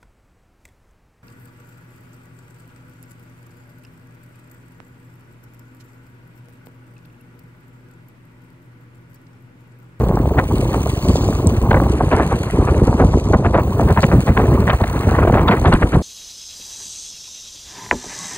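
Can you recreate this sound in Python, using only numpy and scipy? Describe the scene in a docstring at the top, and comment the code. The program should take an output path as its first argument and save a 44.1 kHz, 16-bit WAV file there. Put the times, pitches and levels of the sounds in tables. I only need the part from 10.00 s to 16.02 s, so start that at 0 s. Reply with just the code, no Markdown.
"""An electric skateboard rolls over rough asphalt; wind over the microphone dominates for 6 s.
From the start: filtered-noise rumble, flutter and rasp, short-pulse pops and knocks, a faint wheel hiss of
noise and random grains, and a whistle of narrow noise bands until 1.9 s and again from 3.6 to 5.6 s.
Chips (noise crack, sine ring) click at 0.16, 1.5, 2.2 and 5.7 s. Gusts (noise bursts, tearing front, late thump)
crowd in from 2.9 s; the strongest pop comes at 4.7 s, the strongest rasp near 5.25 s."""
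import sys
import numpy as np
from scipy import signal
from scipy.fft import rfft, irfft, next_fast_len
from scipy.io import wavfile
from scipy.ndimage import uniform_filter1d, minimum_filter1d

SR = 44100
rng = np.random.default_rng(int(sys.argv[2]) if len(sys.argv) > 2 else 0)


def wav_record(signal):
    """Record a signal, one row per channel, as 16-bit PCM in the file named by sys.argv[1]."""
    frames = np.transpose(np.atleast_2d(signal))
    bounded = np.clip(frames, -1, 1)
    # unit amplitude maps onto the largest positive 16-bit level
    quanta = np.round(bounded * 32767).astype(np.int16)
    wavfile.write(sys.argv[1], SR, quanta)


N = 265570
T = np.arange(N) / SR
SIZE = next_fast_len(N, real=True)
HZ = np.fft.rfftfreq(SIZE, 1 / SR)


def amp(db):
    """Decibels to gain."""
    return 10 ** (np.asarray(db) / 20)


def unit(x):
    """Scales to rms 1."""
    return x / np.sqrt(np.mean(x ** 2) + 1e-20)


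def colour(points):
    """Gain at every FFT frequency from (frequency [Hz], gain [dB]) points."""
    hz, db = np.transpose(points)
    return amp(np.interp(np.log(HZ + 1), np.log(hz), db))


def curve(rows):
    """Gain at every sample from (time [s], level [dB]) points."""
    return amp(np.interp(T, *np.transpose(rows)))


def flicker(rate_hz, depth_db):
    """Random gain of rms 1 that wanders up to about rate_hz."""
    noise = rfft(rng.standard_normal(N), SIZE)
    wander = irfft(noise / (1 + (HZ / rate_hz) ** 4), SIZE)[:N]
    return unit(amp(depth_db * np.clip(unit(wander), -2.2, 2.2)))


def swells(times_s, levels_db, durations_s):
    """Swells that rise a little faster than they die; their powers add."""
    power = np.zeros(N)
    for s, db, duration_s in zip(times_s, levels_db, np.maximum(durations_s, .004)):
        start = max(int((s - 2 * duration_s) * SR), 0)
        stop = max(int((s + 4 * duration_s) * SR), 0)
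        u = (T[start:stop] - s) / duration_s
        shape = np.where(u < 0, np.exp(-3 * u ** 2), 1 / np.cosh(2.4 * u))
        power[start:stop] += (amp(db) * shape) ** 2
    return np.sqrt(power)


def patchy_noise(depth_db):
    """Two noises whose colour shifts at random, in patches about 10 ms long and 400 Hz wide."""
    z = signal.stft(rng.standard_normal((2, N)), nperseg=512, noverlap=384)[2]
    patches = rng.standard_normal(z.shape[1:])
    patches = uniform_filter1d(patches, size=5, axis=0)  # frequency
    patches = uniform_filter1d(patches, size=4, axis=1)  # time
    z = z * amp(depth_db * np.clip(unit(patches), -2, 2))
    return unit(signal.istft(z, nperseg=512, noverlap=384)[1][:, :N])


def ticks(per_s):
    """Two trains of separate ticks of uneven strength and random sign, falling at the same moments."""
    size = amp(2.7 * np.minimum(rng.exponential(1, N), 2))
    hits = rng.random(N) < per_s / SR
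    return unit(size * hits * rng.choice([-1, 1], (2, N)))


def ports(drive, spectrum, width, alike=0.94):
    """Colours two drives into stereo; the side is part mid turned a quarter cycle, part independent."""
    mid, stray = rfft(drive, SIZE, axis=1) * colour(spectrum)
    alike = np.clip(alike, 0, 1)
    side = colour(width) * (1j * alike * mid + np.sqrt(1 - alike ** 2) * stray)
    mid, side = irfft(mid, SIZE)[:N], irfft(side, SIZE)[:N]
    return np.array([mid + side, mid - side]) / np.std(mid)


# wind stereo spread: (frequency [Hz], side re mid [dB])
WIND_SPREAD = [(20, -80), (600, -74), (850, -19), (1300, -4), (2000, -0.5), (3200, 2), (6000, 6),
               (9000, -1)]
CRACKLE_PER_S = 170


def turbulence(spectrum, rate_hz, rough_db, steady_hz=20, crackle=0):
    """Air pressure in quick packets of changing colour, optionally with ticks; slower swells evened out."""
    eddies = patchy_noise(4) + crackle * ticks(CRACKLE_PER_S)
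    air = ports(eddies * flicker(rate_hz, rough_db), spectrum, WIND_SPREAD)
    window = signal.windows.hann(int(2 * SR / steady_hz))
    power = signal.fftconvolve((air ** 2).mean(0), window / window.sum(), "same")
    return air / np.sqrt(power + 0.0079)


POP_RING = 5  # higher: longer pulse, narrower band


def pulse(t, hz):
    """One sharp pressure swing of random phase, envelope peak at t = 0, spectrum broad around hz."""
    phase = np.exp(2j * np.pi * rng.random())
    return (phase / (1 - 2j * np.pi * hz * t / POP_RING) ** (POP_RING + 1)).real


# motor pull: (start [s], end [s])
PULLS = [(0, 1.88), (3.585, 5.61)]
# drive tones: (centre [Hz], width [Hz], rms level [dB])
WHISTLE = [(15372, 18, -67), (15652, 35, -64), (15400, 300, -52)]


def drive_whistle():
    """Thin, wavering switching tones while the motors pull: noise through narrow resonance lines."""
    pulling = sum(1. 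* ((T >= start_s) & (T < end_s)) for start_s, end_s in PULLS)
    pulling = uniform_filter1d(pulling, 300)
    noise, tones = rfft(rng.standard_normal(SIZE)), np.zeros(N)
    for hz, width_hz, db in WHISTLE:
        line = (1 + ((HZ - hz) / width_hz) ** 2) ** -2
        tones += amp(db) * unit(irfft(noise * line, SIZE)[:N])
    return pulling * tones


# stereo spread of hiss, scrubs and chip cracks: (frequency [Hz], side re mid [dB])
HISS_SPREAD = [(600, -49), (1000, 9), (2000, 8.5), (3200, 13), (4400, -1), (5500, 21.5), (6600, 4.5),
               (8000, -28), (10500, 4), (11700, 23), (14000, -8)]
# stone chips on the board: (time [s], blow level [dB], ring [Hz], ring re blow [dB])
CHIPS = [(.156, -30, 7600, -1), (1.471, -16, 8350, 8), (2.1648, -21.5, 9200, -5), (5.7387, -18, 8460, 10)]
# crack spectrum: (frequency [Hz], relative gain [dB])
CLICK = [(2000, -25), (4500, -3), (5500, -12), (8500, 5), (11500, -19), (15000, -14)]


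def chips():
    """A flicked chip strikes the board: a short noise crack and a brief high sine ring."""
    crack, ring = np.zeros(N), np.zeros(N)
    t = T[:900]
    for s, db, hz, ring_db in CHIPS:
        at = int(s * SR)
        blow = amp(db) * (1 - np.exp(-t / .0004)) * np.exp(-t / .0014)
        crack[at:at + len(t)] += blow
        ring[at:at + len(t)] += amp(ring_db) * blow * np.sin(2 * np.pi * hz * t)
    return ring + amp(-3) * crack * ports(rng.standard_normal((2, N)), CLICK, HISS_SPREAD)


# rolling hiss: (time [s], relative level [dB])
ROLL = [(0, -60), (.3, -61), (.6, -53), (1.23, -53), (1.55, -56.5), (2.55, -54.5), (3.45, -61),
        (4.05, -53.5), (4.8, -56.5), (5.12, -53.5), (5.42, -59), (5.72, -54), (6.02, -56.5)]
# hiss spectrum: (frequency [Hz], relative gain [dB])
HISS = [(500, -20), (1100, -7), (2200, 1), (3300, -4), (4400, 3), (5500, -21.5), (6500, -0.5), (7500, -5),
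        (8300, 3), (10200, -2.5), (11700, -27), (13500, -7), (16000, -11.5)]
# sideways scrub in steering corrections: (peak time [s], level [dB], duration [s])
SCRUBS = [(1.155, -47, 0.27), (1.167, -42, 0.031), (3.165, -55.5, 0.44), (4.026, -45, 0.032)]
# scrub spectrum: (frequency [Hz], relative gain [dB])
SCRUB_TONE = [(3000, -7), (3900, 3), (4450, 5), (5000, 1), (5500, -15), (6500, 5.5), (8000, -1),
              (9500, -26), (12000, -32)]


def wheels():
    """Asphalt stones tick under the wheels: hiss plus larger grains, throbbing with each turn; scrubs."""
    grit_per_s, grit_spread_db, turns_hz, crush_s = 260, 4.5, 14.8, 0.0018
    size = amp(grit_spread_db * np.minimum(rng.exponential(1, N), 3.2))
    grit = size * (rng.random(N) < grit_per_s / SR)
    crush = np.exp(-T[:400] / crush_s)
    grains = unit(np.sqrt(abs(signal.fftconvolve(grit ** 2, crush ** 2)[:N])))
    throb = 1 + 0.16 * np.sin(2 * np.pi * turns_hz * T)
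    drive = patchy_noise(2.5) * np.hypot(.55, 0.57 * grains) * flicker(150, 1.0) * throb
    hiss = amp(9.5) * curve(ROLL) * ports(drive, HISS, HISS_SPREAD)
    scrub = swells(*np.transpose(SCRUBS)) * ports(drive * flicker(90, 1.0), SCRUB_TONE, HISS_SPREAD)
    return hiss + scrub


# airstream strength, also drives knocks: (time [s], relative level [dB])
AIR = [(0, -16), (.6, -17.5), (1.0, -20.5), (1.12, -16.5), (1.4, -19.5), (1.75, -13.5), (2.2, -19.5),
       (2.47, -22), (2.62, -13.5), (2.92, -16), (3.25, -18), (3.85, -18.5), (4.24, -19), (4.55, -11.5),
       (4.8, -24.5), (5.0, -18), (5.3, -13), (6.02, -23.5)]
# slack airstream: centre time [s]
LULLS = [.47, 1.005, 1.99, 2.499, 2.67, 3.21, 3.95, 4.015, 4.245, 4.345, 4.79, 5.034, 5.905]
LULL_DB, LULL_S = -7, 0.019
# rasp: (time [s], relative level [dB])
RASP = [(0, -47), (.7, -51.5), (1.6, -48), (2.35, -41.5), (2.72, -41.5), (3.05, -55.5), (4.5, -40.5),
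        (4.95, -37.5), (5.25, -32.5), (6.02, -48)]
# spectra, TEAR also for gusts: (frequency [Hz], relative gain [dB])
RUMBLE = [(15, -55), (28, -34), (42, -7.5), (60, 0.5), (120, -3.5), (200, -10), (400, -16), (800, -32),
          (3000, -105)]
FLUTTER = [(60, -30), (200, -1.5), (400, 3.5), (700, -4), (1100, -2), (1500, -22), (2200, -36), (3500, -53),
           (8000, -88)]
TEAR = [(250, -13), (700, 13.5), (1200, 11), (1800, 5), (2600, -4.5), (3500, -20), (4600, -25), (6000, -55),
        (12000, -61)]


def buffeting():
    """Airstream turbulence in three bands: rumble and flutter that fall slack in lulls, and a rasp."""
    slack = sum(np.exp(-((T - s) / LULL_S) ** 2) for s in LULLS)
    air = curve(AIR) * amp(LULL_DB * slack)
    rumble = amp(1.6) * air * turbulence(RUMBLE, 38, 4.1, steady_hz=22.0)
    flutter = amp(-10) * air * turbulence(FLUTTER, 150, 3.4, steady_hz=11.6)
    rasp_air = turbulence(TEAR, 120, 3.6, steady_hz=16.0, crackle=0.61)
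    rasp = amp(7.5) * curve(RASP) * flicker(35, 2.8) * rasp_air
    return rumble + stalls() * (flutter + rasp)


KNOCKS_PER_S, KNOCK_LOW_HZ, KNOCK_HIGH_HZ = 53, 267, 706
KNOCK_DB, KNOCK_SPREAD_DB = -3.5, 2.5  # re airstream


def knocks():
    """Eddies knock on the microphone at random times; low ones are longer and on average stronger."""
    out, air = np.zeros(N), curve(AIR)
    for place, size, pitch in rng.random((int(KNOCKS_PER_S * N / SR), 3)):
        at = int(place * (N - 1))
        near = slice(max(at - 400, 0), at + 400)
        hz = KNOCK_LOW_HZ * (KNOCK_HIGH_HZ / KNOCK_LOW_HZ) ** pitch
        db = KNOCK_DB + KNOCK_SPREAD_DB * (2 * size + 0.5 - pitch)
        out[near] += air[at] * amp(db) * pulse(T[near] - T[at], hz)
    return out


# gusts, relative levels: (body peak [s], body [dB], duration [s], tear [dB], thump [dB])
GUSTS = [(0.39, -11, 0.018, -23.5, -27), (0.741, -22, 0.039, -43, -18.5), (1.715, -2, 0.0092, -22, -23),
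         (1.748, -9.5, 0.0075, -25, -14.5), (1.771, -13.5, 0.018, -37, -19), (2.009, -6.5, 0.01, -32, -34),
         (2.13, -7.5, 0.023, -23.5, -12.5), (2.195, -14, 0.059, -30.5, -21),
         (2.325, -17, 0.031, -33.5, -17.5), (2.688, -20, 0.025, -30.5, -23),
         (2.883, -19.5, 0.013, -37, -10), (3.006, -9.5, 0.025, -28.5, -8.5), (3.139, -20, 0.014, -45, -8),
         (3.341, -2.5, 0.013, -24.5, -7), (3.457, -12.5, 0.022, -31, -11.5),
         (3.551, -5.5, 0.019, -23.5, -19), (3.589, -11.5, 0.022, -31, -33), (3.805, -17.5, 0.038, -47, -14),
         (3.899, -14, 0.03, -32, -27), (3.98, -13.5, 0.023, -26.5, -31), (4.037, -7.5, 0.0096, -19.5, -8.5),
         (4.127, -16, 0.028, -33, -6), (4.285, -21, 0.025, -26.5, -8), (4.376, -35, 0.014, -23, -13),
         (4.4, -11.5, 0.022, -35, -22), (4.682, -15, 0.016, -25.5, -11), (4.703, -16, 0.011, -14.5, -17),
         (4.735, -18.5, 0.015, -27, -11), (4.808, -17, 0.015, -44, -11.5), (4.841, -39, 0.0067, -21.5, -38),
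         (5.191, -12.5, 0.012, -31.5, -17), (5.278, -5, 0.007, -23, -16), (5.345, -14, 0.011, -25.5, -9),
         (5.38, -17, 0.049, -29, -32), (5.486, -27, 0.013, -17, -7), (5.521, -15, 0.035, -22, -38),
         (5.665, -16, 0.028, -20.5, -9), (5.727, -18, 0.01, -41, 5.5), (5.737, -31, 0.023, -17, -38),
         (5.828, -15, 0.015, -25.5, -8.5), (5.945, -18, 0.029, -25.5, -4.5)]
# slow eddies that only thump: (peak time [s], relative level [dB])
THUMPS = [(.385, -10), (.525, -16), (1.1, -7), (1.275, -15), (1.47, -9), (2.04, -14), (2.595, -10),
          (2.83, -4.5), (3.055, -8.5), (3.31, -12.5), (3.865, -12.5), (3.92, -10), (3.985, -11.5),
          (4.185, -6), (4.6, -12), (5.08, -8), (5.22, -12), (5.305, -12), (5.667, -5)]
# spectra: (frequency [Hz], relative gain [dB])
GUST = [(50, -16), (200, -2.5), (450, 1.5), (750, -2), (1100, -7.5), (1500, -14.5), (2200, -28),
        (4000, -72), (9000, -99)]
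SNAP = [(1200, -17), (2700, 1.5), (3500, 2.5), (4300, -6), (5200, -23), (10000, -28.5)]
THUMP = [(15, -49), (30, -24), (55, -0.5), (120, -3.5), (200, -8), (400, -19.5), (900, -34), (3000, -87)]
TEAR_LEAD_S, WAKE_LAG_S, THUMP_S = 0.00088, 0.012, 0.02
WAKE_LAG_PER_LENGTH = 0.23  # extra lag [s] per s of gust


def gusts():
    """A gust tears at the port just ahead of its crackling body and leaves a low thump in its wake."""
    s, body_db, length_s, tear_db, thump_db = np.transpose(GUSTS)
    body = swells(s, body_db, length_s) * turbulence(GUST, 247, 3.2, steady_hz=79.0, crackle=1)
    force = swells(s - TEAR_LEAD_S, tear_db, length_s)
    tear = force * turbulence(TEAR, 450, 4.0, steady_hz=50, crackle=0.38)
    snap = force ** 2 * turbulence(SNAP, 220, 2.5, steady_hz=70)  # top grows faster than the force
    wake = swells(s + WAKE_LAG_S + WAKE_LAG_PER_LENGTH * length_s, thump_db, length_s)
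    slow = swells(*np.transpose(THUMPS), np.full(len(THUMPS), THUMP_S))
    thump = np.hypot(wake, slow) * turbulence(THUMP, 76, 1.8, steady_hz=51.0)
    return stalls() * (body + amp(8.5) * tear) + amp(12.5) * snap + amp(2.5) * thump


# eddies breaking on the port, low jolts to high pops: (time [s], level [dB], pitch [Hz])
POPS = [(.1131, -8, 580), (.1733, -4.5, 694), (.2573, -7, 560), (.391, -3, 1200), (.3998, -8, 980),
        (.7451, -3.5, 723), (.866, -7, 534), (1.1575, -3.5, 458), (1.2888, -5, 500), (1.328, -15, 990),
        (1.7141, -4, 842), (1.733, -2, 700), (1.8015, -4.5, 885), (1.8675, -8, 621), (2.009, 1.5, 600),
        (2.1355, -5, 900), (2.1988, -1, 800), (2.3241, -8, 723), (2.5901, 0.5, 280), (2.6766, -6.5, 621),
        (2.8201, 6, 320), (2.882, -3, 458), (2.929, -6, 700), (3.0025, -10, 621), (3.0398, -1, 540),
        (3.1411, -8, 723), (3.1739, -3.5, 330), (3.3475, 2, 800), (3.4647, -10, 1400), (3.5476, -15, 500),
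        (3.5574, -6, 1000), (3.5856, 3, 621), (3.7973, -2.5, 723), (3.9039, -8, 842), (3.9751, -9, 1400),
        (4.0414, -3.5, 1800), (4.1161, -10.5, 1200), (4.1414, -12.5, 338), (4.3763, -6, 1600),
        (4.3938, -11, 280), (4.702, 11, 1270), (5.1173, -3.5, 621), (5.186, -7, 1050), (5.229, -2, 900),
        (5.2517, 0, 400), (5.2767, 1, 650), (5.2995, 5, 615), (5.329, -4, 400), (5.355, 1, 500),
        (5.3742, -1, 800), (5.487, -17, 1700), (5.5158, -13, 1328), (5.6495, 9, 723), (5.7209, -13, 842),
        (5.956, -1, 723)]
STALL_DB, STALL_LEAD_S, STALL_S = -3, 0.0084, 0.0047


def stalls():
    """Gain of the fine turbulence, which stalls for a moment before each eddy breaks."""
    times_s = [row[0] - STALL_LEAD_S for row in POPS]
    near = swells(times_s, np.zeros(len(POPS)), np.full(len(POPS), STALL_S))
    return amp(STALL_DB * np.minimum(near, 1))


# dry cracks: (time [s], level before dulling [dB])
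CRACKS = [(.259, -28), (.389, -30), (1.731, -15), (3.554, -24), (4.0435, -21), (4.703, -10), (5.351, -21),
          (5.4895, -22), (5.728, -19)]
CRACK_HZ, POP_TOP_HZ = 2986, 3760


def pops():
    """Breaking eddies give pulses: pops, jolts and dry cracks, dulled by the port; side a quarter cycle off."""
    mid = np.zeros(N)
    cracks = [(s, db, CRACK_HZ) for s, db in CRACKS]
    for s, db, hz in POPS + cracks:
        near = slice(int((s - .01) * SR), int((s + .01) * SR))
        mid[near] += amp(db) * pulse(T[near] - s, hz)
    dulled = rfft(mid, SIZE) / (1 + (HZ / POP_TOP_HZ) ** 8)
    mid, side = irfft([dulled, 1j * dulled * colour(WIND_SPREAD)], SIZE)[:, :N]
    return np.array([mid + side, mid - side])


def scene():
    """Wind at the microphone over the board below."""
    board = drive_whistle() + chips() + wheels()
    wind = buffeting() + stalls() * knocks() + gusts() + pops()
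    return board + wind


LOW_CUT_HZ, EDGE_HZ = 30, 15950


def record(dry):
    """Low cut, fast peak limiter with one gain for both channels, then band limit."""
    low_cut = np.sqrt(1 + (LOW_CUT_HZ / (HZ + 1)) ** 8)
    dry = irfft(rfft(dry, SIZE) / low_cut, SIZE)[:, :N]
    ceiling = .9
    allowed = ceiling / np.maximum(abs(dry).max(0), ceiling)
    gain = uniform_filter1d(minimum_filter1d(allowed, size=221), size=221)  # 5 ms
    band = signal.firwin(511, EDGE_HZ, window=("kaiser", 9), fs=SR)
    return signal.oaconvolve(dry * gain, band[None], "same")


dry = scene()
out = record(dry)
wav_record(out)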